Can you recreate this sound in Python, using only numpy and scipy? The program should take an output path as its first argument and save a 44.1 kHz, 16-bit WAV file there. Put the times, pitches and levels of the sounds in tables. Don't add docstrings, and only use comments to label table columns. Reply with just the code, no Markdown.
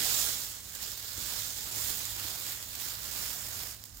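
import sys
import numpy as np
from scipy import signal
from scipy.fft import rfft, irfft, next_fast_len
from scipy.io import wavfile
from scipy.ndimage import uniform_filter1d, map_coordinates

SR = 44100
rng = np.random.default_rng(int(sys.argv[2]) if len(sys.argv) > 2 else 0)


def digitize_waveform(pressure):
    field = np.atleast_2d(pressure).T
    bounded = np.clip(field, -1, 1)
    quanta = np.round(bounded * 32767).astype(np.int16)
    wavfile.write(sys.argv[1], SR, quanta)


N = 176400

# time in seconds, then overall, top, presence and body levels in relative dB.
RUB_LEVELS = [(0.0, -30.5, -0.5, -0.5, -8.0), (0.15, -28, -0.5, -2, -10), (0.24, -29.5, -1.5, -2.5, -10.5),
              (0.44, -38.5, 1, -1, -9.5), (0.62, -45, -3.5, -3.5, -9), (0.73, -44.5, 0.5, -2.5, -9),
              (0.8, -42, 0, -1.5, -6.5), (0.84, -39.5, 1.5, 2, -8), (0.96, -44, 1, 0.5, -7.0),
              (1.15, -42, 2, 0, -7.5), (1.22, -36.5, -1, -1.5, -9), (1.38, -36, -0.5, -0.0, -8),
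              (1.52, -38, -2, -1.5, -10), (1.7, -39.0, 0.5, -2.5, -8.5), (1.79, -33, -0.5, -3.5, -9),
              (1.89, -33.5, 1.5, -2.0, -9.5), (1.95, -36.5, 1, -2.5, -9), (2.15, -39.5, 0.5, -0.5, -6.5),
              (2.27, -40, 3.5, 1.5, -4.5), (2.42, -41, 2.5, 1, -6), (2.51, -38, 1.5, -1, -7.0),
              (2.58, -42.5, -0.0, -2.5, -7.5), (2.68, -45, 1.5, -0.5, -8.0), (2.78, -44.5, 2.5, 3, -2),
              (2.81, -41.5, 6, 4, -3), (2.9, -40, 3.5, 1.5, -5.5), (2.98, -45.5, 5, 2.5, -4.5),
              (3.08, -39.5, 0.5, -1.5, -6), (3.23, -37.5, 2.5, -1, -6.5), (3.42, -39.5, 0.5, -3.5, -8),
              (3.62, -42, 4.5, 0.5, -2.5), (3.71, -42, 1.5, -2.5, -7.5), (3.79, -53, 1.0, 0.5, -5.5),
              (3.86, -51.5, -1, -4, -9), (3.91, -51.5, -2, -2.5, -9), (4.0, -52.5, 3, -1.5, -9.0)]
# frequency in Hz, gain in dB.
CLOTH_SPECTRUM = [(40, -25), (120, -7), (250, -12), (500, -10), (1000, -9), (1600, -6), (2600, -9.5),
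                  (3500, -2), (5000, 0), (6100, -2.5), (7300, 2), (8400, -5.5), (9500, -5.5), (11000, -9.5),
                  (12300, -9.5), (14500, -0.2), (16000, -5.5)]
# time in seconds, tightness from 0 to 1.
FOLD_TIGHTNESS = [(0, 0), (2.85, 0.03), (3.2, 1), (4, 1)]
# frequency in Hz, gain over the slack fold in dB.
TIGHT_FOLD_EQ = [(2500, 0.5), (3400, -1.5), (4300, 0), (5200, 2), (6200, 1), (7300, -0.5), (9500, 0.5),
                 (12000, 0)]
# time in seconds, left level in dB before centring and scaling.
LEFT_SHADE = [(0.0, -13), (0.36, -11), (0.58, -9.5), (1.27, -13), (1.73, -9.5), (1.79, -14), (2.08, -10.5),
              (2.39, -12), (2.62, -7.5), (2.77, -12), (3.82, -11.5), (3.84, -17), (3.88, -16), (4.0, -9.0)]
# frequency in Hz, gain over the near port in dB.
FAR_PORT_EQ = [(250, -6.3), (500, -6.5), (1500, -7.5), (2600, -1.7), (3500, -6.5), (5000, -10.5),
               (7300, -10.2), (9500, -9.7), (11800, -4.3), (14500, -12.3)]
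# frequency in Hz, coherence from 0 to 1.
PORT_COHERENCE = [(200, 0.33), (600, 0.42), (1500, 0.28), (2600, 0.078), (6100, 0.077), (7100, 0.9),
                  (9000, 0.79), (12000, 0.96), (14700, 0.73)]
# start in seconds, level in dB, snap offset in dB, trail T60 in seconds.
CREASES = [(0.750, -24.5, -25, .09), (0.821, -24.5, -20, .08), (0.918, -26.5, -3, .01),
           (2.054, -24, -2, .02), (2.627, -25.5, -4, .015), (2.7528, -25, -9, .04), (2.799, -24, -12, .06),
           (3.839, -27.5, -2.5, 0.018), (3.854, -29, -20, .06), (3.972, -35, -2.5, .015)]
# frequency in Hz, gain over the cloth spectrum in dB.
CRINKLE_EQ = [(300, -5), (3500, -3), (7000, -1), (14500, 3)]
# centre in seconds, level in dB, pitch in Hz, 1/e half-width in seconds.
FOLD_SCUFFS = [(0.745, -54, 1590, .035), (1.104, -59, 1600, 0.066)]
# start in seconds, gain in dB.
HAND_BUMPS = [(1.179, -39.5), (1.903, -42), (2.25, -43)]
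# frequency in Hz, relative level in dB, T60 in seconds.
KNOCK_MODES = [(86, 4.5, 0.064), (235, 6, 0.02), (315, 0.5, 0.036)]
# time in seconds, level in dB.
RUMBLE_ENVELOPE = [(0, -46.5), (.25, -52), (.6, -54.5), (1.0, -55), (1.5, -53.5), (1.9, -50), (2.1, -52),
                   (2.45, -56.5), (2.6, -54.5), (3.2, -51), (4, -54.5)]
# frequency in Hz, relative density in dB.
RUMBLE_SPECTRUM = [(20, -29), (30, -17), (39, -5), (48, -2), (58, 4.5), (70, 0), (95, -3), (150, -10),
                   (270, -14), (420, -27.5), (800, -26.5), (3000, -34.5)]
# time in seconds, level in dB.
HUM_ENVELOPE = [(0, -68), (1.0, -63.5), (1.9, -56.5), (2.3, -57), (2.7, -61.5), (3.7, -58.5), (4, -68)]

SLIPS_PER_S, SLIP_SPREAD_DB, SLIP_MAX_DB, SLIP_POWER_SHARE = 4500, 2, 9.5, 0.34
FLUTTER_PER_S, FLUTTER_DB, CHATTER_PER_S, CHATTER_DB = 35, 0.13, 210, 1.0
ROUGHEN_PER_DB, PATCH_DB, SHADE_SCALE = 0.025, 1.13, 0.81
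SWISH_GAIN_DB, BODY_GAIN_DB, TOP_GAIN_DB = 4.5, 1, 2
BAND_EDGES_HZ = 2960, 6200, 9600
PORT_LAG_S, LAG_BELOW_HZ = 0.00029, 4450
TRAIL_DB, SNAP_T60_S = -9, 0.0071
BUMP_ATTACK_S = 0.0021
RUMBLE_COHERENCE, RUMBLE_LEFT_DB, RUMBLE_SWAY_DB = 0.75, -3, 1
HUM_HZ, HUM_DRIFT_RAD, HUM_WAVER_DB = 102.7, 0.24, 1
CUTOFF_HZ = 15850


def amp(db):
    return 10 ** (np.asarray(db) / 20)


def unit(x):
    return x / np.sqrt(np.mean(x ** 2) + 1e-20)


def along(points, hz):
    knots_hz, values = np.transpose(points)
    return np.interp(np.log(hz + 1), np.log(knots_hz + 1), values)


def curves(rows):
    times_s, *columns = np.transpose(rows)
    return [np.interp(np.arange(N) / SR, times_s, column) for column in columns]


def wobble(knots_per_s):
    return map_coordinates(rng.standard_normal(N // 20), [np.arange(N) * knots_per_s / SR], mode="wrap")


def filtered(x, response):
    size = next_fast_len(N + SR // 2)
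    return irfft(rfft(x, size) * response(np.fft.rfftfreq(size, 1 / SR)), size)[..., :N]


def equalised(x, points):
    return filtered(x, lambda hz: amp(along(points, hz)))


def below(hz, edge_hz, order=12):
    return 1 / (1 + (hz / edge_hz) ** order)


def swish():
    level_db, top_db, presence_db, body_db = curves(RUB_LEVELS)
    uneven = np.exp(ROUGHEN_PER_DB * (level_db.mean() - level_db))
    flutter_db = uneven * (FLUTTER_DB * wobble(FLUTTER_PER_S) + CHATTER_DB * wobble(CHATTER_PER_S))
    friction = unit(patchy_contact(slips()) * amp(flutter_db))
    cloth = tightening_fold(at_ports(friction))
    cloth = contact_colour(cloth, body_db, presence_db, top_db)
    shade_db, = curves(LEFT_SHADE)
    cloth[0] *= amp(SHADE_SCALE * (shade_db - shade_db.mean()))
    return amp(SWISH_GAIN_DB + level_db) * cloth


def slips():
    hit = rng.random(N) < SLIPS_PER_S / SR
    size = amp(np.minimum(SLIP_SPREAD_DB * rng.exponential(size=N), SLIP_MAX_DB))
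    grains = unit(hit * size * rng.uniform(-1.03, 1, (2, N)))
    hiss = rng.standard_normal((2, N))
    return np.sqrt(SLIP_POWER_SHARE) * grains + np.sqrt(1 - SLIP_POWER_SHARE) * hiss


def patchy_contact(x):
    spectra = signal.stft(x, nperseg=512)[2]
    patches = uniform_filter1d(rng.standard_normal(spectra.shape[1:]), size=7, axis=0)
    patches = uniform_filter1d(patches, size=8, axis=1)
    return signal.istft(spectra * amp(PATCH_DB * unit(patches)), nperseg=512)[1][:, :N]


def tightening_fold(slack):
    tightness, = curves(FOLD_TIGHTNESS)
    return (1 - tightness) * slack + tightness * equalised(slack, TIGHT_FOLD_EQ)


def contact_colour(x, body_db, presence_db, top_db):
    body, to_presence, to_top = [filtered(x, lambda hz: below(hz, edge)) for edge in BAND_EDGES_HZ]
    return (body * amp(BODY_GAIN_DB + body_db - body_db.mean())
            + (to_presence - body) * amp(presence_db - presence_db.mean())
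            + (to_top - to_presence)
            + (x - to_top) * amp(TOP_GAIN_DB + top_db - top_db.mean()))


def at_ports(pair):
    near, unrelated = equalised(pair, CLOTH_SPECTRUM)
    coherence = lambda hz: along(PORT_COHERENCE, hz)
    lag = lambda hz: np.exp(-2j * np.pi * hz * PORT_LAG_S * (hz < LAG_BELOW_HZ))
    shared = filtered(near, lambda hz: coherence(hz) * lag(hz))
    separate = filtered(unrelated, lambda hz: np.sqrt(1 - coherence(hz) ** 2))
    far = equalised(shared + separate, FAR_PORT_EQ)
    return np.array([far, near]) * pair[0].std() / near.std()


def crinkles():
    t, envelope = np.arange(N) / SR, np.zeros(N)
    for start_s, level_db, snap_db, trail_t60_s in CREASES:
        age_s = np.abs(t - start_s)
        snap = amp(snap_db - 60 * age_s / SNAP_T60_S)
        trail = amp(TRAIL_DB - 60 * age_s / trail_t60_s)
        envelope += amp(level_db) * (t >= start_s) * (snap + trail)
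    return equalised(at_ports(envelope * slips()), CRINKLE_EQ)


def scuffs():
    t, out = np.arange(N) / SR, np.zeros((2, N))
    for centre_s, level_db, pitch_hz, half_width_s in FOLD_SCUFFS:
        resonance = lambda hz: below(np.abs(hz - pitch_hz), edge_hz=0.11 * pitch_hz, order=2)
        note = filtered(rng.standard_normal((2, N)), resonance)
        envelope = np.exp(-((t - centre_s) / half_width_s) ** 2)
        out += amp(level_db) * envelope * unit(at_ports(note))
    return out


def bumps():
    out = np.zeros(N)
    for start_s, gain_db in HAND_BUMPS:
        age_s = np.maximum(np.arange(N) / SR - start_s, 0)
        ring = sum(amp(mode_db - 60 * age_s / t60_s) * np.sin(2 * np.pi * hz * age_s)
                   for hz, mode_db, t60_s in KNOCK_MODES)
        out += amp(gain_db) * (1 - np.exp(-age_s / BUMP_ATTACK_S)) * ring
    return out


def rumble():
    right, unrelated = unit(equalised(rng.standard_normal((2, N)), RUMBLE_SPECTRUM))
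    left = RUMBLE_COHERENCE * right + np.sqrt(1 - RUMBLE_COHERENCE ** 2) * unrelated
    level_db = curves(RUMBLE_ENVELOPE)[0] + RUMBLE_SWAY_DB * wobble(knots_per_s=6.67)
    return amp(level_db) * np.array([amp(RUMBLE_LEFT_DB) * left, right])


def motor_hum():
    phase_rad = 2 * np.pi * HUM_HZ * np.arange(N) / SR + HUM_DRIFT_RAD * wobble(knots_per_s=4.05)
    level_db = curves(HUM_ENVELOPE)[0] + HUM_WAVER_DB * wobble(knots_per_s=9)
    return amp(level_db) * unit(np.sin(phase_rad))


def scene():
    return swish() + crinkles() + scuffs() + bumps() + rumble() + motor_hum()


def record(dry):
    return filtered(dry, lambda hz: hz < CUTOFF_HZ)


dry = scene()
out = record(dry)
digitize_waveform(out)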